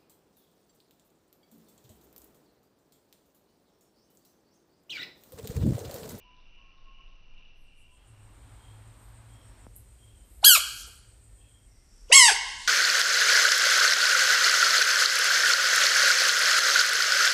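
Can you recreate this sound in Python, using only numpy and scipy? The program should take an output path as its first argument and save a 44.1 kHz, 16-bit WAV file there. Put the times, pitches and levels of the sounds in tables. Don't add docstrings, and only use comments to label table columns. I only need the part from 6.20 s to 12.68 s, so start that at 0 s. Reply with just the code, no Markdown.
import sys
import numpy as np
from scipy import signal
from scipy.fft import rfft, irfft
from scipy.io import wavfile
from scipy.ndimage import uniform_filter1d

SR = 44100
rng = np.random.default_rng(int(sys.argv[2]) if len(sys.argv) > 2 else 0)


def master_out(mix):
    frames = np.transpose(np.atleast_2d(mix))
    ceiling = np.clip(frames, -1, 1)
    pcm = np.round(ceiling * 32767).astype(np.int16)
    wavfile.write(sys.argv[1], SR, pcm)


def natural_amplitude(level_db):
    exponent = np.asarray(level_db, float) / 20
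    return 10 ** exponent


N = 285584
MIC_TOP_HZ = 18700


def noise(n):
    return rng.standard_normal(n)


def rms_one(x):
    return x / np.sqrt(np.mean(x ** 2) + 1e-20)


def at_time(rows, t):
    s, *columns = np.transpose(rows)
    return [np.interp(t, s, c) for c in columns]


def at_hz(points, hz):
    table_hz, table_db = np.transpose(points)
    return np.interp(np.log(hz + 1), np.log(table_hz), table_db)


def resonate(x, hz, width):
    r = np.exp(-np.pi * width / SR)
    ring = [1, -2 * r * np.cos(2 * np.pi * hz / SR), r * r]
    return signal.lfilter([(1 - r * r) / 2, 0, (r * r - 1) / 2], ring, x)


def ringing_noise(n, hz, width):
    return rms_one(resonate(resonate(noise(n), hz, width), hz, width))


def drift(n, rate):
    r = np.exp(-2 * np.pi * rate / SR)
    return rms_one(signal.lfilter([1], [1, -2 * r, r * r], noise(n + SR))[SR:])


def coloured(n, spectrum):
    hz = np.arange(n // 2 + 1) * SR / n
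    gain = natural_amplitude(at_hz(spectrum, hz)) * (hz > spectrum[0][0] / 2)
    return rms_one(irfft(rfft(noise(n)) * gain, n))


def bursts(rows, t, trill_hz, depth):
    out = np.zeros(len(t))
    natural_s = np.arange(len(t)) / SR
    for s, length, hz, width, db in rows:
        hump = np.sqrt(np.sin(np.pi * np.clip((t - s) / length, 0, 1)) + 1e-12)
        on = slice(*np.flatnonzero(hump > 1e-3)[[0, -1]])
        tone = np.resize(ringing_noise(SR // 2, hz, width), len(t))[:len(hump[on])]
        trill = 1 + depth * np.sin(2 * np.pi * trill_hz * natural_s[on])
        out[on] += natural_amplitude(db) * hump[on] * tone * trill
    return out


def scream(t):
    # start_s, pitch_hz, effort_db
    voice_path = [
        (4.232, 698, -22.5),
        (4.2415, 1145, -28),
        (4.2455, 1365, -16.5),
        (4.255, 1594, -23.5),
        (4.272, 1669, -20),
        (4.312, 1476, -23),
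        (4.350, 1338, -23.5),
        (4.362, 1173, -25),
        (4.372, 680, -50),
    ]
    # pitch_hz, level_db
    throat = [(700, -3), (1600, 0.5), (3200, 5.5), (4500, 6), (6000, -4), (7300, 2), (8200, -2),
              (9000, -0.5), (9900, 0), (10500, -7.5), (11750, 2.5), (13200, -4.5), (15000, -8.5),
              (18200, -24)]
    # open_db, gain_db_per_s as breath runs out, extra_db while the jaw moves
    low_partials = [(-4, 56, -6), (1, 47, -1.5), (-4, 10, 11)]
    # start_s, length_s, pitch_hz, width_hz, level_db
    intake = [
        (4.217, 0.02, 4200, 899, -60),
        (4.222, 0.035, 8176, 5146, -53),
    ]
    # start_s, length_s, pitch_hz, width_hz, level_db
    rasp = [
        (4.239, .01, 3600, 1600, -26.5),
        (4.348, .04, 2400, 1000, -37),
        (4.34, .045, 3750, 700, -32),
        (4.364, .02, 620, 180, -43.5),
    ]
    first_s, last_s = voice_path[0][0], voice_path[-1][0]
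    attack_s, jaw_s = .006, .005
    opens_s, opening_s, shuts_s, shutting_s = 4.2435, .003, 4.3655, .002

    pitch, effort_db = at_time(voice_path, t)
    since = t - opens_s
    shut = 1 - .5 * (np.tanh(since / opening_s) - np.tanh((t - shuts_s) / shutting_s))
    dull = 1.88 - 22.5 * shut - 39 * np.clip(since, 0, 1)
    effort_db = effort_db - 2 * shut
    pitch = uniform_filter1d(pitch, size=200) * (1 + 0.0032 * drift(N, 140))
    phase = 2 * np.pi * np.cumsum(pitch) / SR

    on = (t > first_s - attack_s) & (t < last_s)
    k = np.arange(1, 26)[:, None]
    overtone_hz = k * pitch[on]
    jaw = np.exp(-(since[on] / jaw_s) ** 2)
    level_db = at_hz(throat, overtone_hz) + dull[on] * np.log2(k)
    level_db += -14 * np.exp(-((overtone_hz - 2740) / 80) ** 2)
    level_db[:3] += [(db + gain_db * since[on]) * (1 - shut[on]) + jaw_db * jaw
                     for db, gain_db, jaw_db in low_partials]
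    level_db[2:] += [3.2 * drift(SR // 4, 90)[:on.sum()] for _ in k[2:]]
    lag = 1.1 * rng.standard_normal(k.shape)
    overtones = natural_amplitude(level_db) * np.cos(k * phase[on] - lag) * (overtone_hz < MIC_TOP_HZ)
    voice = np.zeros(N)
    voice[on] = -np.sum(overtones, axis=0)

    high_pass = signal.butter(4, 3800, "high", fs=SR, output="sos")
    airy = signal.sosfilt(high_pass, coloured(N, throat))
    breath = natural_amplitude(-11 + 3.4 * dull) * airy * (1 + 0.48 * np.cos(phase)) * on
    catch = np.clip((t - first_s) / attack_s + 1, 0, 1) ** 2
    return catch * natural_amplitude(effort_db) * (voice + breath) + bursts(intake + rasp, t, trill_hz=200, depth=0.19)


def room(x):
    # late_s, level_db
    wall_echoes = [
        (.0047, -16),
        (.0083, -15.5),
        (0.0114, -15),
    ]
    # pitch_hz, level_db
    pen_colour = [(500, -8.5), (2000, -7.5), (3500, -10.5), (6000, -3), (16000, 2.5)]
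    # pitch_hz, fall_s
    tail_fall = [(500, 0.29), (1200, 0.85), (3000, 0.73), (7500, 0.88), (15000, 0.2)]
    pen_db, pen_fall_s, tail_db = -26, 0.18, -44.5

    t = np.arange(SR) / SR
    answer = natural_amplitude(pen_db - 60 * t / pen_fall_s) * coloured(SR, pen_colour) * np.clip(t / 0.0018, 0, 1)
    band_edges = 300 * 2 ** np.arange(0, 6.1, .5)
    for low, high in zip(band_edges, band_edges[1:]):
        band_pass = signal.butter(2, [low, high], "band", fs=SR, output="sos")
        band = signal.sosfilt(band_pass, noise(SR))
        fall_s = at_hz(tail_fall, np.sqrt(low * high))
        answer += natural_amplitude(tail_db - 60 * t / fall_s) * band * np.clip(t / 0.026, 0, 1)
    answer[0] = 1
    for late, db in wall_echoes:
        answer += natural_amplitude(db) * np.clip(1 - np.abs(t - late) * SR, 0, 1)
    return signal.fftconvolve(x, answer)[:len(x)]


def turf(t):
    # start_s, length_s, pitch_hz, width_hz, level_db
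    rustles = [
        (1.35, .12, 11300, 2000, -61),
        (1.56, 0.079, 10500, 1500, -65),
        (1.87, 0.034, 10250, 400, -68),
        (2.78, .16, 12200, 2500, -74),
        (4.03, 0.27, 11800, 4000, -69),
    ]
    # start_s, length_s, pitch_hz, width_hz, level_db
    leap = [
        (4.425, 0.12, 12500, 5030, -51),
        (4.531, .11, 11440, 5960, -50),
        (4.553, 0.12, 5800, 4060, -47.5),
        (4.659, 0.038, 8800, 9020, -52.5),
        (4.67, .03, 450, 504, -62),
        (4.626, 0.17, 9100, 9300, -60),
        (4.773, 0.043, 9960, 502, -66),
    ]
    return bursts(rustles + leap, t, trill_hz=89, depth=.3)


def ticks(rows, t):
    clicks = np.zeros(len(t))
    for s, db in rows:
        clicks[np.searchsorted(t, s)] = natural_amplitude(db + 24.0)
    out = np.zeros(len(t))
    for hz, width, share in [(11300, 2400, 1), (13900, 1800, .4), (16500, 2400, .35)]:
        out += share * resonate(resonate(clicks, hz, width), hz, width)
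    return out


def rush(t):
    # start_s, level_db
    swell = [
        (1.765, -100),
        (1.775, -70.5),
        (2.3, -62),
        (2.8, -63),
        (3.2, -63.5),
        (3.46, -62.5),
        (3.468, -100),
    ]
    # pitch_hz, level_db (per Hz)
    hiss_colour = [(150, -7.5), (200, -5.5), (280, 2.5), (370, -9), (900, -2), (2200, -11), (4000, -15.5),
                   (6000, -29.5), (9000, -45.5)]
    since = np.clip(t - 3.4666, 0, 1)
    pop_hz = (170 + 1300 * np.exp(-since / 0.00084)) * (since > 0)
    phase = 2 * np.pi * np.cumsum(pop_hz) / SR
    pop = natural_amplitude(-41) * np.sin(phase) * np.exp(-(since / 0.0058) ** 2)
    return natural_amplitude(at_time(swell, t)[0]) * coloured(N, hiss_colour) + pop


def throb(t, db, spells):
    for s, length, rate, swing_db in spells:
        spell = np.cos(np.pi * np.clip((t - s) / length, -.5, .5))
        db = db + swing_db * spell * np.cos(2 * np.pi * rate * (t - s))
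    return db


def insects(n, chorus_db):
    # pitch_hz, width_hz, level_db
    wing_tones = [
        (8197, 570, 1),
        (8746, 390, -1.5),
        (7175, 410, -7),
    ]
    pulse = 1 + 0.23 * np.sin(2 * np.pi * np.cumsum(240 + 15 * drift(n, 2)) / SR)
    wings = sum(natural_amplitude(db) * ringing_noise(n, hz, width) for hz, width, db in wing_tones)
    return natural_amplitude(chorus_db) * pulse * wings


def motor(t, load, rumble_db):
    n = len(t)
    hum_db, = at_time(load, t)
    hum = rms_one(resonate(resonate(noise(n), 108, 8.2), 108, 14))
    rumble = rms_one(resonate(resonate(noise(n), 45, 22), 52, 30))
    return natural_amplitude(hum_db) * hum + natural_amplitude(rumble_db) * rumble


def surroundings(t, chorus_db, callers, load, rumble_db, air_db):
    # pitch_hz, level_db (per Hz)
    air_colour = [(80, -13.5), (150, -26.5), (280, -25), (1200, -37), (2700, -39), (5400, -44),
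                  (10000, -44), (15000, -48.5), (18000, -45.5)]
    far = bursts(callers, t, trill_hz=68.14, depth=0.31)
    air = natural_amplitude(air_db) * coloured(len(t), air_colour)
    return insects(len(t), chorus_db) + far + motor(t, load, rumble_db) + air


def natural_stretch(t):
    # start_s, level_db (peak)
    snaps = [
        (3.558, -47),
        (3.5635, -37.5),
    ]
    # start_s, length_s, pitch_hz, width_hz, level_db
    far_calls = [
        (3.93, 0.17, 3110, 170, -74),
        (5.28, .2, 3230, 170, -70),
        (5.199, .1, 2650, 200, -72),
        (1.85, 0.23, 5500, 60, -84),
        (3.1, 0.45, 5490, 50, -79),
        (3.08, .1, 12250, 60, -80),
        (4.8, 0.71, 1797, 40, -82),
    ]
    # length_s, pitch_hz, width_hz, level_db
    repeated_call = (.21, 3225, 170, -69.5)
    # strongest_s, length_s, throbs_per_s (0 for one swell), swing_db
    in_step = [
        (1.75, .9, 7.1, 5),
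        (2.83, .7, 6.9, 2),
        (3.345, .9, 6.8, -4),
        (3.995, .7, 6.8, 2.5),
        (5.19, 1.3, 7.1, 2.5),
        (5.1, 1.5, 0, 3),
    ]
    # start_s, level_db
    engine_load = [
        (1.6, -65),
        (1.84, -66),
        (1.9, -54),
        (2.6, -57),
        (3.4, -55),
        (3.9, -61),
        (4.299, -74.5),
        (4.85, -59.5),
        (5.4, -65),
    ]
    # start_s, level_db
    ducking = [
        (4.243, 0),
        (4.25, -4),
        (4.6, 1),
        (4.85, -1.5),
    ]

    overload = 1.3
    near = overload * np.tanh(room(scream(t) + ticks(snaps, t)) / overload)
    near = signal.sosfilt(signal.butter(2, 260, "high", fs=SR, output="sos"), near)
    trills = [(1.68 + k * .699, *repeated_call) for k in range(6)]
    around = surroundings(t, throb(t, -70.5, in_step), trills + far_calls, engine_load,
                          rumble_db=-55, air_db=-61.5)
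    return near + around * natural_amplitude(at_time(ducking, t)[0]) + turf(t)


def slowed(x, up, down):
    mic_filter = signal.cheby2(20, 70, MIC_TOP_HZ, fs=SR, output="sos")
    passed = signal.sosfilt(mic_filter, x)
    smooth = signal.firwin(241, .95 / up, window=("kaiser", 9))
    return signal.resample_poly(passed, up, down, window=smooth)


def slow_opening(t):
    # start_s, level_db (peak)
    slow_snaps = [
        (0.1661, -64),
        (0.203, -64),
        (0.2603, -72),
        (0.5766, -65),
        (0.8789, -65),
        (1.18, -64),
        (1.2511, -68),
        (1.28, -71),
    ]
    # start_s, length_s, pitch_hz, width_hz, level_db
    slow_calls = [
        (-.3, .56, 3000, 45, -66),
        (.36, .68, 3240, 55, -65),
        (1.0, .3, 3100, 80, -79),
        (1.64, .2, 3000, 70, -70),
        (.1, 1.2, 3950, 200, -82),
        (.2, .25, 2950, 60, -79),
    ]
    # strongest_s, length_s, throbs_per_s, swing_db
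    slow_in_step = [
        (.81, 4.0, 2.45, 3),
    ]
    # start_s, level_db
    slow_load = [
        (0.15, -63),
        (.55, -76),
        (.9, -61),
        (1.25, -72),
        (1.48, -55),
        (1.8, -78),
    ]
    third = 3 * t[:N // 3 + 1]
    around = surroundings(third, throb(third, -67.5, slow_in_step), slow_calls, slow_load,
                          rumble_db=-51, air_db=-63.5)
    return slowed(around + room(ticks(slow_snaps, third)), 3, 1)[:N]


def scene():
    # start_s, share of the later stretch
    fade_in = [
        (1.33, 0.009),
        (2.3, 1),
    ]
    fade_out = [
        (5.28, 0),
        (5.88, 0.86),
    ]
    replay_from_s, replay_at_s = 3.8, 5.25593
    t = np.arange(N) / SR
    natural = natural_stretch(t)
    opening = slow_opening(t)
    start = round(replay_at_s * SR)
    replay = np.zeros(N)
    replay[start:] = slowed(natural[round(replay_from_s * SR):], 3, 2)[:N - start]
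    came, went = at_time(fade_in, t)[0], at_time(fade_out, t)[0]
    mix = (1 - came) * opening + came * (1 - went) * natural + went * natural_amplitude(1.67) * replay
    return (mix + rush(t))[None]


def band_limit(x):
    return signal.sosfilt(signal.butter(12, 15660, fs=SR, output="sos"), x)


def record(dry):
    low_pass = signal.cheby2(16, 60, 15450, fs=SR, output="sos")
    cut = signal.sosfilt(low_pass, dry)
    return band_limit(np.clip(cut, -1, 1))


dry = scene()
out = record(dry)
master_out(out)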